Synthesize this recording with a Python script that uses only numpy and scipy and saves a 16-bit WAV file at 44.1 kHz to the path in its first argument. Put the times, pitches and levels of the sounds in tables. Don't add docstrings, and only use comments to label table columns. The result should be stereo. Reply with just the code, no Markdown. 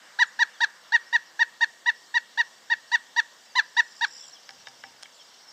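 import sys
import numpy as np
from scipy import signal
from scipy.io import wavfile

SR = 44100
rng = np.random.default_rng(int(sys.argv[2]) if len(sys.argv) > 2 else 0)


def digitize_waveform(pressure):
    field = np.atleast_2d(pressure).T
    bounded = np.clip(field, -1, 1)
    quanta = np.round(bounded * 32767).astype(np.int16)
    wavfile.write(sys.argv[1], SR, quanta)


N = 243431


def from_db(db):
    return 10 ** (np.asarray(db) / 20)


def rms_one(x):
    return x / np.sqrt(np.mean(x ** 2) + 1e-20)


def in_time(rows):
    s, *columns = np.transpose(rows)
    return [np.interp(np.arange(N) / SR, s, c) for c in columns]


def at_hz(points, hz):
    table_hz, values = np.transpose(points)
    return np.interp(np.log(hz), np.log(table_hz), values)


def add(out, sound, s):
    i = round(s * SR)
    out[..., i:i + sound.shape[-1]] += sound[..., :N - i]


def band(x, low_hz, high_hz):
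    return signal.sosfilt(signal.butter(2, [low_hz, high_hz], "band", fs=SR, output="sos"), x)


def drift(rate):
    step = 40
    r = np.exp(-2 * np.pi * step * rate / SR)
    noise = rng.standard_normal(N // step + 2002)
    slow = signal.lfilter([1], [1, -2 * r, r * r], noise)[2000:]
    return np.interp(np.arange(N) / step, np.arange(len(slow)), rms_one(slow))


def ring(clicks, hz, t60):
    r = from_db(-60 / (t60 * SR))
    w = 2 * np.pi * hz / SR
    contact = np.hanning(round(SR / hz) + 2)
    soft = np.convolve(clicks, 2 * contact / contact.sum())[:N]
    return signal.lfilter([0, np.sin(w)], [1, -2 * r * np.cos(w), r * r], soft + 1e-18)


def blur(x, t60, wet_db):
    t = np.arange(round(.15 * SR)) / SR
    tail = rng.standard_normal((2, len(t))) * from_db(-60 * t / t60)
    tail /= np.sqrt(np.sum(tail ** 2, 1, keepdims=True))
    return x + from_db(wet_db) * signal.fftconvolve(x, tail, axes=1)[:, :N]


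# start t/s, length t/s, climb to the top t/s, start f/Hz, top f/Hz, end f/Hz, first partial level/dB,
# second partial with open beak level/dB, its swell as the beak opens level/dB,
# moment when the beak is open (share of the length, 0-1), echo off the log level/dB,
# tilt of the upper partials (dB per kHz)
CALLS = [(0.189, 0.046, 0.021, 759, 990, 798, -24.5, -10.5, 8.5, 0.83, -27, -1.5),
         (0.3909, 0.044, 0.021, 803, 969, 796, -25.5, -11.5, 9, 0.84, -26, -1.5),
         (0.605, 0.044, .020, 758, 958, 787, -25.5, -13.5, 7.5, 0.89, -16, -1),
         (0.9213, 0.045, .022, 782, 957.6, 855, -26.5, -10.5, 10, 0.73, -15.5, -3),
         (1.1276, 0.04, .0185, 872, 968, 836, -27, -12, 9, 0.78, -17.5, -3),
         (1.3928, 0.04, 0.021, 818, 952.4, 844, -27, -11.5, 8.5, 0.77, -17, -2.5),
         (1.6085, 0.038, .0175, 826, 949, 838, -26.5, -12.5, 8.5, 0.68, -21.5, -1.5),
         (1.86, 0.044, 0.019, 833, 975.6, 847, -27.5, -14, 7.5, 0.74, -12, -4),
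         (2.1415, 0.041, 0.019, 868, 969, 855, -27.5, -14, 8.5, 0.76, -14, -3),
         (2.3751, 0.042, 0.021, 820, 964, 854, -27, -14, 8.5, 0.79, -14, -3),
         (2.7001, 0.04, 0.018, 833, 953, 847, -29, -15, 8, 0.69, -9.5, -3.5),
         (2.9166, 0.044, 0.022, 827, 975, 846, -26, -12.5, 12, 0.78, -22, -1.5),
         (3.163, 0.041, 0.02, 830, 965, 827, -25.5, -13, 10, 0.79, -21, -1.5),
         (3.5534, 0.049, .0165, 836, 1023, 803, -23, -12, 13, 0.9, -12.5, -2),
         (3.767, 0.041, 0.021, 820, 972, 851, -23.5, -10.5, 9, 0.84, -26, -1.5),
         (4.01, 0.042, 0.023, 796, 954, 756, -25.5, -16, 7, 1, -21, -2)]


def woodpecker():
    out = np.zeros(N)
    for s, length, *shape in CALLS:
        add(out, kuk(length, *shape), s - .05 * length)
    return out


# beak shut f/Hz, beak open f/Hz, width f/Hz, beak shut level/dB, beak open level/dB
THROAT = [(2540, 2286, 1210, -14, -3.5), (4010, 3600, 910, 0, -3.5), (4900, 4236, 620, -12.5, -0.5),
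          (5790, 5860, 650, -8.5, -3.5), (7150, 6800, 1500, -19, -14.5), (9400, 17000, 670, -37.5, -33)]


def throat(partial_hz, beak):
    power = 0
    for shut_hz, open_hz, width, shut_db, open_db in THROAT:
        centre_hz = shut_hz + (open_hz - shut_hz) * beak
        off = (partial_hz - centre_hz) / (width / 2)
        power = power + (from_db(shut_db + (open_db - shut_db) * beak) / (1 + off ** 2)) ** 2
    return np.sqrt(power)


UPPER_DB = -1.75
WAVER_DB = 3
LOG_ECHO_S = 0.0063


def kuk(length, climb, start_hz, top_hz, end_hz, first_db, open_db, swell_db, open_at, echo_db, tilt_db):
    u = np.arange(-.05, 1.7, 1 / (length * SR))
    top_at = climb / length
    upper_db = first_db + UPPER_DB

    rise = np.clip(1 - u / top_at, 0, None)
    fall = np.clip((u - top_at) / (1 - top_at), 0, 1.5)
    hz = top_hz - (top_hz - start_hz) * rise ** 2.3 - (top_hz - end_hz) * fall ** 1.698
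    phase = 2 * np.pi * np.cumsum(hz) / SR

    beak = np.clip((u - open_at + 0.53) / 0.53, 0, 1)
    beak = beak * beak * (3 - 2 * beak)
    out = from_db(first_db - 10.6 * rise ** 2 - 20.5 * fall ** 4) * np.cos(phase)

    past = np.clip(u - open_at, 0, None)
    second_db = open_db - 0.9 * rise - swell_db * (1 - beak) - 14.5 * past
    out += from_db(second_db) * np.cos(2 * phase - 0.86 * beak)

    knots = rng.standard_normal((9, 2, 18))
    for k in range(3, 12):
        swing, turn = (np.interp(u, np.linspace(0, 1.7, 18), row) for row in knots[k - 3])
        tilt = tilt_db * (k * hz - 4000) / 1000
        level_db = upper_db - (2 + k) * rise ** 2 + tilt + WAVER_DB * swing
        out += from_db(level_db) * throat(k * hz, beak) * np.cos(k * phase + .5 * turn)

    breath = band(band(rng.standard_normal(5000)[:len(u)], 1800, 6200), 1800, 8000)
    out += from_db(upper_db - 16.0) * breath * (1 + np.cos(phase))

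    ragged_db = 4 * np.interp(u, np.linspace(.9, 1.7, 18), knots[0, 0])
    release = from_db(-12 - 60.0 * np.clip(u - 1, 0, None) + ragged_db)
    voiced = 1 / (1 + np.exp((u - .98) / 0.0047))
    onset = 1 / (1 + np.exp(-(u - .01) / 0.015))
    out *= (voiced + (1 - voiced) * release) * onset

    echo = np.roll(band(out, 1600, 2300), round(LOG_ECHO_S * SR))
    return out + from_db(echo_db) * echo


# t/s, wood level/dB, crack level/dB, crack f/Hz
TAPS = [(4.4917, -33.5, -31.5, 3260), (4.507, -43, -39, 5000), (4.671, -30, -32, 3230),
        (4.685, -51, -40, 5370), (4.838, -28.5, -31.5, 2950), (5.027, -45, -36, 8440),
        (5.032, -45, -30, 6300), (5.057, -45, -34, 2620)]
# f/Hz, relative level/dB, fade by 60 dB t/s
LOG = [(785, -5, 0.16), (1030, -10, 0.059), (1230, -19, .02), (1690, -14, 0.06), (1713, 8, 0.068),
       (1985, 2.5, 0.039), (2295, -1, 0.055), (3030, 8, 0.0075)]
# f/Hz, relative level/dB, fade by 60 dB t/s
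CRACK = [(2273, 9, 0.017), (2980, -22, 0.014), (4200, -9, 0.0086), (5350, 15, 0.0082), (6700, 5, 0.014),
         (8600, 8, 0.0035), (9200, 6, 0.0043)]


def taps():
    s, wood_db, crack_db, crack_hz = np.transpose(TAPS)
    at, out = np.round(s * SR).astype(int), np.zeros(N)
    for hz, level_db, t60 in LOG:
        clicks = np.zeros(N)
        uneven_db = rng.normal(0, 1.5, len(at))
        clicks[at] = -from_db(wood_db + level_db - 13 + uneven_db)
        clicks[at + 130] = -from_db(-4.5) * clicks[at]
        out += ring(clicks, hz, t60)
    for hz, level_db, t60 in CRACK:
        clicks = np.zeros(N)
        uneven_db = rng.normal(0, 1.5, len(at))
        off_pitch_db = -10 * np.log2(hz / crack_hz) ** 2
        clicks[at] = from_db(crack_db + level_db - 9 + off_pitch_db + uneven_db)
        out += ring(clicks, hz, t60)
    return signal.sosfilt(signal.butter(3, 600, "high", fs=SR, output="sos"), out)


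# f/Hz, level against the wood level/dB, fade by 60 dB t/s
HANGER = [(128, -39, 0.71), (252.5, -34, .35), (930, -27, 0.54)]


def hanger():
    s, wood_db = np.transpose(TAPS)[:2]
    clicks = np.zeros(N)
    clicks[np.round(s * SR).astype(int)] = from_db(wood_db)
    out = np.zeros(N)
    for hz, db, t60 in HANGER:
        out += from_db(db + 3 * drift(12)) * ring(clicks, hz, t60)
    return band(out, 100, 1200)


# delay t/s, left level/dB, right level/dB
ECHOES = [(.0165, -31.5, -24.5), (.027, -28.5, -28), (.044, -34, -31.5), (.056, -35.5, -36.5),
          (.063, -35, -35)]
GARDEN_T60_S, GARDEN_DB = 0.74, -38.5


def surroundings(x):
    t = np.arange(round(.9 * SR)) / SR
    tail = rng.standard_normal((2, len(t))) * from_db(-60 * t / GARDEN_T60_S) * np.clip(t / 0.023, 0, 1)
    tail = band(tail + 0.86 * tail[::-1], 390, 2900)
    answer = from_db(GARDEN_DB) * tail / np.sqrt(np.sum(tail ** 2, 1, keepdims=True))
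    for delay, left_db, right_db in ECHOES:
        answer[0, round(delay * SR)] += from_db(left_db)
        answer[1, round(delay * SR) + 3] += from_db(right_db)
    return signal.fftconvolve(answer, x[None], axes=1)[:, :N]


def whistle(length, start_hz, end_hz, db):
    u = np.arange(0, 1, 1 / (length * SR))
    hz = start_hz + (end_hz - start_hz) * u
    return from_db(db) * np.sin(np.pi * u) * np.sin(2 * np.pi * np.cumsum(hz) / SR)


# start t/s, length t/s, start f/Hz, end f/Hz, peak before the blur level/dB
WHISTLES = [(0.266, 0.022, 7400, 6600, -52), (0.529, 0.056, 3800, 3050, -53),
            (1.058, 0.033, 5500, 5160, -50.5), (1.932, 0.11, 5300, 5500, -56),
            (2.02, 0.033, 5500, 4250, -59), (2.06, 0.042, 4300, 4340, -58), (2.87, 0.021, 4800, 5650, -51),
            (4.188, 0.025, 3700, 3280, -53), (4.218, 0.045, 3650, 3020, -49),
            (4.322, 0.035, 6000, 4800, -44.5), (4.335, 0.05, 3700, 2880, -51), (4.46, .02, 4900, 5400, -52),
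            (4.654, 0.033, 3800, 3590, -52), (4.79, .025, 4800, 5500, -49), (4.842, 0.041, 5700, 4900, -50),
            (5.028, 0.038, 3600, 2850, -51), (5.138, 0.033, 7200, 7240, -54),
            (5.179, 0.047, 3600, 2990, -50), (5.2, 0.037, 5600, 5100, -48.5),
            (5.472, 0.039, 5200, 5520, -45)]
# t/s, level/dB
FLOCK = [(0, -56.5), (1.2, -57), (1.6, -60), (2, -57.5), (3.2, -58.5), (3.5, -54.5), (4.3, -53),
         (4.55, -53.5), (5, -57), (5.52, -51.5)]


def small_birds():
    near, far = np.zeros(N), np.zeros((2, N))
    for s, *shape in WHISTLES:
        add(near, whistle(*shape), s)
    for when, long, pitch, glide, loud, side in rng.random((1800, 6)):
        hz = 5300 + 330 * np.tan(2.5 * (pitch - .5))
        note = whistle(.006 + .016 * long, hz, hz + 1100 * (glide - .55), 7 * loud)
        left_right = from_db([[6 * (side - .5)], [6 * (.5 - side)]])
        add(far, note * left_right, when * N / SR)
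    flock_db, = in_time(FLOCK)
    far = from_db(flock_db) * rms_one(blur(far, t60=.12, wet_db=3))
    near = blur(near * np.ones((2, 1)), t60=.12, wet_db=1)
    return near + blur(trill(), t60=.08, wet_db=-1) + far


# top t/s, top before the blur level/dB, swell (dB per s), fade (dB per s),
# pitch at the top f/Hz, width of the flick f/Hz, left against right level/dB
TRILL_VOICES = [(4.22, -43.5, 44.5, 162, 5396, 998, -3.5), (4.269, -54.5, 34, 200, 7460, 924, 1.5)]
TRILL_PER_S, TRILL_CLIMB_HZ_PER_S = 70, 400


def trill():
    t = np.arange(N) / SR
    turn = np.cumsum(TRILL_PER_S * (1 + .03 * drift(8))) / SR % 1
    pulse = rms_one(np.sin(np.pi * turn) ** 2 * from_db(2.0 * drift(40))) * np.sqrt(2)
    flick = turn - .5 + .14 * drift(150)
    out = 0
    for top, top_db, swell_db, fade_db, hz, flick_hz, pan_db in TRILL_VOICES:
        level_db = top_db - swell_db * np.clip(top - t, 0, None) - fade_db * np.clip(t - top, 0, None)
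        pitch = hz + TRILL_CLIMB_HZ_PER_S * (t - top) + flick_hz * flick
        left_right_db = pan_db * np.array([[.5], [-.5]])
        out = out + from_db(level_db + left_right_db) * np.sin(2 * np.pi * np.cumsum(pitch) / SR)
    return pulse * out


# f/Hz, relative level/dB (per Hz)
AIR = [(24, -62), (40, -36), (185, -8.5), (433, -7.5), (503, -4), (1240, -2), (1410, -7), (1850, 1),
       (2500, -12.5), (2770, -1.5), (5580, -7), (8130, -7), (9940, 4.5), (16000, -29)]
# f/Hz, likeness (1 same, 0 unrelated, -1 opposite)
LIKENESS = [(60, 0.46), (150, 0.81), (380, 0.82), (950, 0.79), (2380, 0.58), (5980, 0.29), (15000, -0.93)]
# t/s, relative level/dB
HUSH_MIDDLE = [(0, 8), (0.6, 5.5), (1.4, 3), (1.7, -1), (5.52, 1)]
HUSH_DB = -53


def hush():
    middle_db, = in_time(HUSH_MIDDLE)
    edges = 60 * 2 ** np.arange(0, 7.4, 1 / 3)
    white = rng.standard_normal((2, 2, N))
    out = 0
    for k, (low, high) in enumerate(zip(edges, edges[1:])):
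        mid, side = band(white[k % 2], low, high)
        hz = np.sqrt(low * high)
        alike = np.clip(at_hz(LIKENESS, hz), -1, 1)
        near_middle = np.exp(-np.log2(hz / 1500) ** 2 / .5)
        gain = from_db(at_hz(AIR, hz) + 1.5 * drift(5.4) + middle_db * near_middle)
        out = out + gain * (np.sqrt(1 + alike) * mid + np.sqrt(1 - alike) * side * [[1], [-1]])
    out = signal.sosfilt(signal.cheby2(8, 35, 9300, fs=SR, output="sos"), out)
    return from_db(HUSH_DB) * rms_one(out) + rumble() + hum(white[0, 0, ::-1]) + hiss()


# middle t/s, width t/s, level/dB
RUMBLES = [(0.23, 0.036, -68), (0.41, 0.073, -63.5), (0.65, .05, -69), (2.74, 0.094, -71),
           (3.2, 0.031, -66), (3.7, 0.28, -77), (4.58, 0.13, -64), (4.9, 0.24, -70)]
RUMBLE_FLOOR_DB = -87


def rumble():
    t = np.arange(N) / SR
    swells = from_db(RUMBLE_FLOOR_DB)
    for s, width, db in RUMBLES:
        swells = swells + from_db(db) * np.exp(-(2 * (t - s) / width) ** 2)
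    mid, side = band(band(rng.standard_normal((2, N)), 70, 290), 60, 570)
    return rms_one(mid + 1.2 * side * [[1], [-1]]) * swells * from_db(0.92 * drift(10))


HUM_HZ, HUM_DB, HUM_WIDTH_HZ = 497.5, -78, 20


def hum(noise):
    return from_db(HUM_DB) * rms_one(band(noise, HUM_HZ - HUM_WIDTH_HZ, HUM_HZ + HUM_WIDTH_HZ))


HISS_DB = -66.5


def hiss():
    return rms_one(band(rng.standard_normal((2, N)), 4800, 22000)) * from_db(HISS_DB)


def scene():
    bird = woodpecker() + taps() + hanger()
    treble = signal.sosfilt(signal.butter(1, 4000, "high", fs=SR, output="sos"), bird)
    late = np.roll(treble, 3)
    left = bird - 0.27 * treble + 0.21 * late
    right = bird + 0.36 * treble - 0.079 * late
    return np.array([left, right]) + surroundings(bird) + small_birds() + hush()


# f/Hz, width f/Hz, level/dB
NOTCHES = [(2500, 260, -13), (5150, 400, -7), (7550, 200, -5), (8900, 200, -6)]
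CUTOFF_HZ = 16050


def record(dry):
    for hz, width, db in NOTCHES:
        r, w = np.exp(-np.pi * width / SR), 2 * np.pi * hz / SR
        peak = signal.lfilter([(1 - r * r) / 2, 0, (r * r - 1) / 2], [1, -2 * r * np.cos(w), r * r], dry)
        dry = dry - (1 - from_db(db)) * peak
    dry = signal.sosfilt(signal.butter(1, 70, "high", fs=SR, output="sos"), dry)
    return signal.sosfilt(signal.cheby2(14, 60, CUTOFF_HZ, fs=SR, output="sos"), dry)


dry = scene()
out = record(dry)
digitize_waveform(out)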